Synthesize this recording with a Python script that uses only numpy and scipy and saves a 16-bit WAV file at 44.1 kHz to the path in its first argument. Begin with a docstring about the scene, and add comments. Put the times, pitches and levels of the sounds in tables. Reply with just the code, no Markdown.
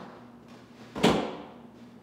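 """Snowboard hop in a showroom

A snowboard swivels on a small balance box, pops off it and lands flat on the mat.
Noise bursts make the edge crack and base clap, and fading sine waves ring board and room and thump the floor.
Grainy noise makes the dying rumble of an earlier event, then rubs and scuffs of base, boots and clothing.
The room rings for about a second over humming ventilation made of steady noise and wavering sine tones.
"""
import sys
import numpy as np
from scipy import signal
from scipy.fft import rfft, irfft, next_fast_len
from scipy.io import wavfile
from scipy.ndimage import map_coordinates

SR = 44100
rng = np.random.default_rng(int(sys.argv[2]) if len(sys.argv) > 2 else 0)


def wav_record(signal):
    """Record a signal, one row per channel, as 16-bit PCM in the file named by sys.argv[1]."""
    frames = np.transpose(np.atleast_2d(signal))
    bounded = np.clip(frames, -1, 1)
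    # unit amplitude maps onto the largest positive 16-bit level
    quanta = np.round(bounded * 32767).astype(np.int16)
    wavfile.write(sys.argv[1], SR, quanta)


N = 89170  # length in samples

# In all tables, a fading time is how long the sound takes to drop by 60 dB.
# Noise colours are only shapes: the noise is scaled to a set loudness afterwards.

# Ventilation air. Each row: frequency in Hz, relative level in dB.
AIR_COLOUR = [(25, -46), (45, -38), (70, 7.5), (100, -1.5), (200, 9.5), (300, 7.5), (500, 0.5), (900, -3.5),
              (2000, -15.5), (4000, -25), (8000, -33), (15000, -42.5)]
# Hollow duct resonance. Each row: frequency in Hz, relative level in dB.
DRONE_COLOUR = [(150, -52), (205, -17), (228, -0.5), (246, 0.5), (268, -15), (340, -52)]
# Fan tones. Each row: frequency in Hz, middle level in dB.
FAN_TONES = [(120, -63.5), (155, -69), (239, -57), (358, -66)]
AIR_DB, DRONE_DB = -55.5, -57
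FAN_WAVER_PER_S, FAN_WAVER_RAD, FAN_WAVER_DB = 8.6, 0.45, 3

# How long the room rings. Each row: frequency in Hz, fading time in seconds.
ROOM_FADING = [(60, 1.04), (200, 0.85), (500, 1.14), (900, 1.256), (2000, 1.003), (3500, 0.97),
               (5500, 0.76), (8000, 0.57), (12000, 0.34), (16000, 0.17)]
ROOM_BUILD_S = 0.0027
EARLY_DB, EARLY_T60_S = -1.5, 0.3  # nearby walls add a quicker first decay

# Scuffs of base, boots and clothing. Each row: start in seconds, length in seconds, rise in seconds,
# level in dB.
SCUFF_STROKES = [(0.13, .08, 0.035, -69.5), (0.425, 0.01, 0.0056, -64.5), (0.4815, 0.0042, 0.0022, -54.5),
                 (0.495, 0.0084, 0.01, -53), (0.535, 0.016, 0.003, -59), (0.565, 0.031, .008, -61.5),
                 (0.61, .15, 0.055, -66), (0.74, 0.11, 0.055, -58), (0.85, 0.11, 0.035, -60),
                 (0.952, 0.17, 0.0036, -52), (1.741, 0.026, 0.0071, -65.5), (1.765, 0.074, 0.018, -64),
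                 (1.86, 0.064, .02, -68.5), (1.99, .04, 0.017, -70.5)]
# Scuff noise. Each row: frequency in Hz, relative level in dB.
SCUFF_COLOUR = [(100, -16), (400, 10), (1000, 7.5), (2000, 4), (3300, 2), (5000, -2), (7200, -9),
                (9500, -17), (15000, -22)]
# Low rumbling noise: the dying tail of an earlier event, then rubs of the base on the box.
# Each row: start in seconds, length in seconds, rise in seconds, level in dB.
RUMBLE_STROKES = [(-0.06, 0.098, .01, -45.5), (0.07, 0.1, 0.0095, -54.5), (0.22, 0.06, 0.034, -58.5),
                  (0.49, 0.074, 0.028, -58), (0.78, 0.07, 0.034, -58)]
# Rumbling noise. Each row: frequency in Hz, relative level in dB.
RUMBLE_COLOUR = [(40, -36), (120, -12.5), (190, 12), (270, -2.5), (370, 1), (550, 2), (750, 2), (950, 0.5),
                 (1500, -5), (2300, -16), (4200, -18), (7000, -33.5), (15000, -52)]
FADE_T60_S, GRAINS_PER_S, GRAIN_DB = 0.061, 500, 1.5

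# The floor gives under the rider's weight. Each row: start in seconds, level in dB.
FLOOR_THUMPS = [(0.974, -32.5), (1.058, -37), (1.0929, -22.5)]
FLOOR_HZ, FLOOR_T60_S, FLOOR_ATTACK_S = 77, 0.1, 0.007

# The board rocks softly on the box and the mat. Each row: start in seconds, level in dB.
SOFT_KNOCKS = [(0.343, -63), (0.423, -45), (0.545, -44.5), (0.628, -63), (0.806, -40.5), (1.375, -38.5),
               (1.806, -49), (1.962, -42)]
# Tones that a blow rings: short ones of the board, long ones of the room.
# Each row: frequency in Hz, level in dB, fading time in seconds.
RINGING_TONES = [(181.1, -9, 0.15), (218.1, 0, .14), (248.6, -2.5, 0.082), (292.4, -11.5, 0.49),
                 (372.7, -21.5, 0.71), (427, -3, 0.085), (477.7, -16, 0.48), (507.4, -17.5, 0.53),
                 (566.4, -20.5, 0.48), (769, -28.5, 0.68), (842, -37, 0.93), (872, -32.5, 0.73),
                 (926, -36, 0.5)]
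RING_ATTACK_S, RING_WET_DB = 0.006, -10

# Board contacts: take-off, then edge, base and rebounds. Each row: start in seconds, crack level in dB,
# clap level in dB, level of the ringing tones in dB.
BOARD_CONTACTS = [(0.9565, -53, -28.5, -27.5), (0.977, -63, -26, -56), (0.991, -62, -56, -26),
                  (1.012, -67, -28.5, -28), (1.0322, -30.5, -30, -25.5), (1.037, -20, -21, -22.5),
                  (1.0419, -25, -21, -10), (1.0483, -21, -16, -23.5), (1.0528, -25.5, -22.5, -39),
                  (1.0639, -27, -25.5, -32), (1.0815, -28, -15.5, -19.5), (1.1255, -49, -34.5, -19.5),
                  (1.1434, -63, -41, -19.5), (1.19, -58, -39, -31.5)]
# Crack of the edge. Each row: frequency in Hz, relative level in dB.
CRACK_COLOUR = [(100, -54), (900, -1.5), (1900, -7), (2360, 0), (2600, -3.5), (3250, 1.5), (3900, -5),
                (4500, -7.5), (5200, -14), (7300, -13.5), (9000, -20), (12000, -26.5), (15500, -32)]
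# Clap of the flat base. Each row: frequency in Hz, relative level in dB.
CLAP_COLOUR = [(30, -53), (60, -13), (130, -30), (175, 1.5), (290, 2.5), (350, -3), (470, -1.5), (680, -5),
               (920, -7.5), (1300, -14), (2200, -22), (6000, -39.5), (15000, -50.5)]
CRACK_ATTACK_S, CRACK_T60_S, CRACK_WET_DB = 0.0011, 0.044, -3
CLAP_ATTACK_S, CLAP_T60_S, CLAP_WET_DB = 0.0021, 0.055, 0

LOW_CUT_HZ, TOP_HZ = 53, 15730  # band limits of the recorder


def amp(db):
    """Turn decibels into a plain multiplier."""
    return 10 ** (np.asarray(db) / 20)


def unit(x):
    """Scale a sound to an average (rms) strength of 1."""
    return x / np.sqrt(np.mean(x ** 2) + 1e-20)


def along(points, hz):
    """Read a value between (frequency, value) points, with frequency on a log scale."""
    point_hz, values = np.transpose(points)
    return np.interp(np.log(hz + 1), np.log(point_hz + 1), values)


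def since(start):
    """Seconds passed since the start, zero before it."""
    return np.maximum(np.arange(N) / SR - start, 0)


def strike(t, attack_s, t60):
    """Loudness curve of a blow: a quick rise and an exponential decay."""
    rise = 1 - np.exp(-t / attack_s)
    return rise * amp(-60 * t / t60)


def wobble(rate, size):
    """A smooth curve through random points, `rate` points a second."""
    points = rng.standard_normal(SR // 4)
    positions = np.arange(size) * rate / SR
    return map_coordinates(points, [positions], mode="wrap")


def noise(colour, size, grain_db=0):
    """Coloured noise of rms 1, clumped into grains before it is coloured."""
    m = next_fast_len(size + 8192)
    grains = rng.standard_normal(m) * amp(grain_db * wobble(GRAINS_PER_S, size=m))
    gains = amp(along(colour, np.fft.rfftfreq(m, 1 / SR)))
    return unit(irfft(rfft(grains) * gains, m)[:size])


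def in_room(x, wet_db):
    """Direct sound plus early reflections and a scattered tail whose high treble dies first."""
    hz, t, bands = signal.stft(rng.standard_normal(SR + SR // 4), SR, nperseg=256)
    late = strike(t, ROOM_BUILD_S, along(ROOM_FADING, hz)[:, None])
    early = amp(EARLY_DB) * strike(t, ROOM_BUILD_S, EARLY_T60_S)
    tail = signal.istft(bands * (late + early), SR, nperseg=256)[1]
    tail = unit(tail) / np.sqrt(len(tail))  # total energy 1
    return x + amp(wet_db) * signal.fftconvolve(x, tail)[:len(x)]


def ventilation():
    """Soft air noise, a fluttering narrow-band duct drone and fan tones wavering in level and phase."""
    hum = np.zeros(N)
    for hz, db in FAN_TONES:
        level = np.sqrt(2) * amp(db + FAN_WAVER_DB * wobble(FAN_WAVER_PER_S, size=N))
        phase = FAN_WAVER_RAD * wobble(FAN_WAVER_PER_S, size=N)
        hum += level * np.sin(2 * np.pi * hz * since(0) + phase)
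    drone = amp(DRONE_DB) * noise(DRONE_COLOUR, size=N)
    air = amp(AIR_DB) * noise(AIR_COLOUR, size=N)
    return hum + drone + air


def grainy_strokes(strokes, colour, wet_db):
    """Grainy noise for rubs and rumble: each stroke swells, and fades once its length has passed."""
    lead = SR // 4  # begin early, as a stroke may be under way already
    t = np.arange(-lead, N) / SR
    loudness = np.zeros(len(t))
    for start, length, rise, db in strokes:
        swell = np.clip((t - start) / rise, 0, 1)
        fade = amp(-60 * np.maximum(t - start - length, 0) / FADE_T60_S)
        loudness += amp(db) * swell * fade
    grains = noise(colour, size=len(t), grain_db=GRAIN_DB)
    return in_room(loudness * grains, wet_db)[lead:]


def floor():
    """Each shift of weight makes the floor sway at one low pitch, heard as a short thump."""
    thumps = np.zeros(N)
    for start, db in FLOOR_THUMPS:
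        t = since(start)
        sway = np.sin(2 * np.pi * FLOOR_HZ * t)
        thumps += amp(db) * strike(t, FLOOR_ATTACK_S, FLOOR_T60_S) * sway
    return in_room(thumps, wet_db=-5.5)


def ring(start):
    """A blow rings short tones of the board and long ones of the room, each a fading sine wave."""
    t = since(start)
    out = np.zeros(N)
    for hz, db, t60 in RINGING_TONES:
        level = amp(db + rng.normal(0, 1))  # the balance of the tones differs a little at every blow
        out += level * strike(t, RING_ATTACK_S, t60) * np.sin(2 * np.pi * hz * t)
    return out


def knocks():
    """Soft rocking knocks ring the tones of board and room without any crack."""
    knocking = sum(amp(db) * ring(start) for start, db in SOFT_KNOCKS)
    return in_room(knocking, RING_WET_DB)


def board():
    """Every contact cracks the edge, claps the base (both noise bursts) and rings board and room."""
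    out = np.zeros(N)
    for start, crack_db, clap_db, ring_db in BOARD_CONTACTS:
        t = since(start)
        crack = strike(t, CRACK_ATTACK_S, CRACK_T60_S) * noise(CRACK_COLOUR, size=N)
        clap = strike(t, CLAP_ATTACK_S, CLAP_T60_S) * noise(CLAP_COLOUR, size=N)
        out += in_room(amp(crack_db) * crack, CRACK_WET_DB)
        out += in_room(amp(clap_db) * clap, CLAP_WET_DB)
        out += in_room(amp(ring_db) * ring(start), RING_WET_DB)
    return out


def scene():
    """Add up all sources at one microphone."""
    scuffs = grainy_strokes(SCUFF_STROKES, SCUFF_COLOUR, wet_db=1)
    rumble = grainy_strokes(RUMBLE_STROKES, RUMBLE_COLOUR, wet_db=-0.5)
    mix = ventilation() + scuffs + rumble + floor() + knocks() + board()
    return mix[None]  # one channel


def record(dry):
    """The recorder cuts the deep bass steeply and keeps nothing above its band limit."""
    m = next_fast_len(N + SR // 2)
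    hz = np.fft.rfftfreq(m, 1 / SR)
    low_cut = 1 / (1 + (LOW_CUT_HZ / (hz + 1)) ** 10)
    return irfft(rfft(dry, m) * low_cut * (hz < TOP_HZ), m)[..., :N]


dry = scene()
out = record(dry)
wav_record(out)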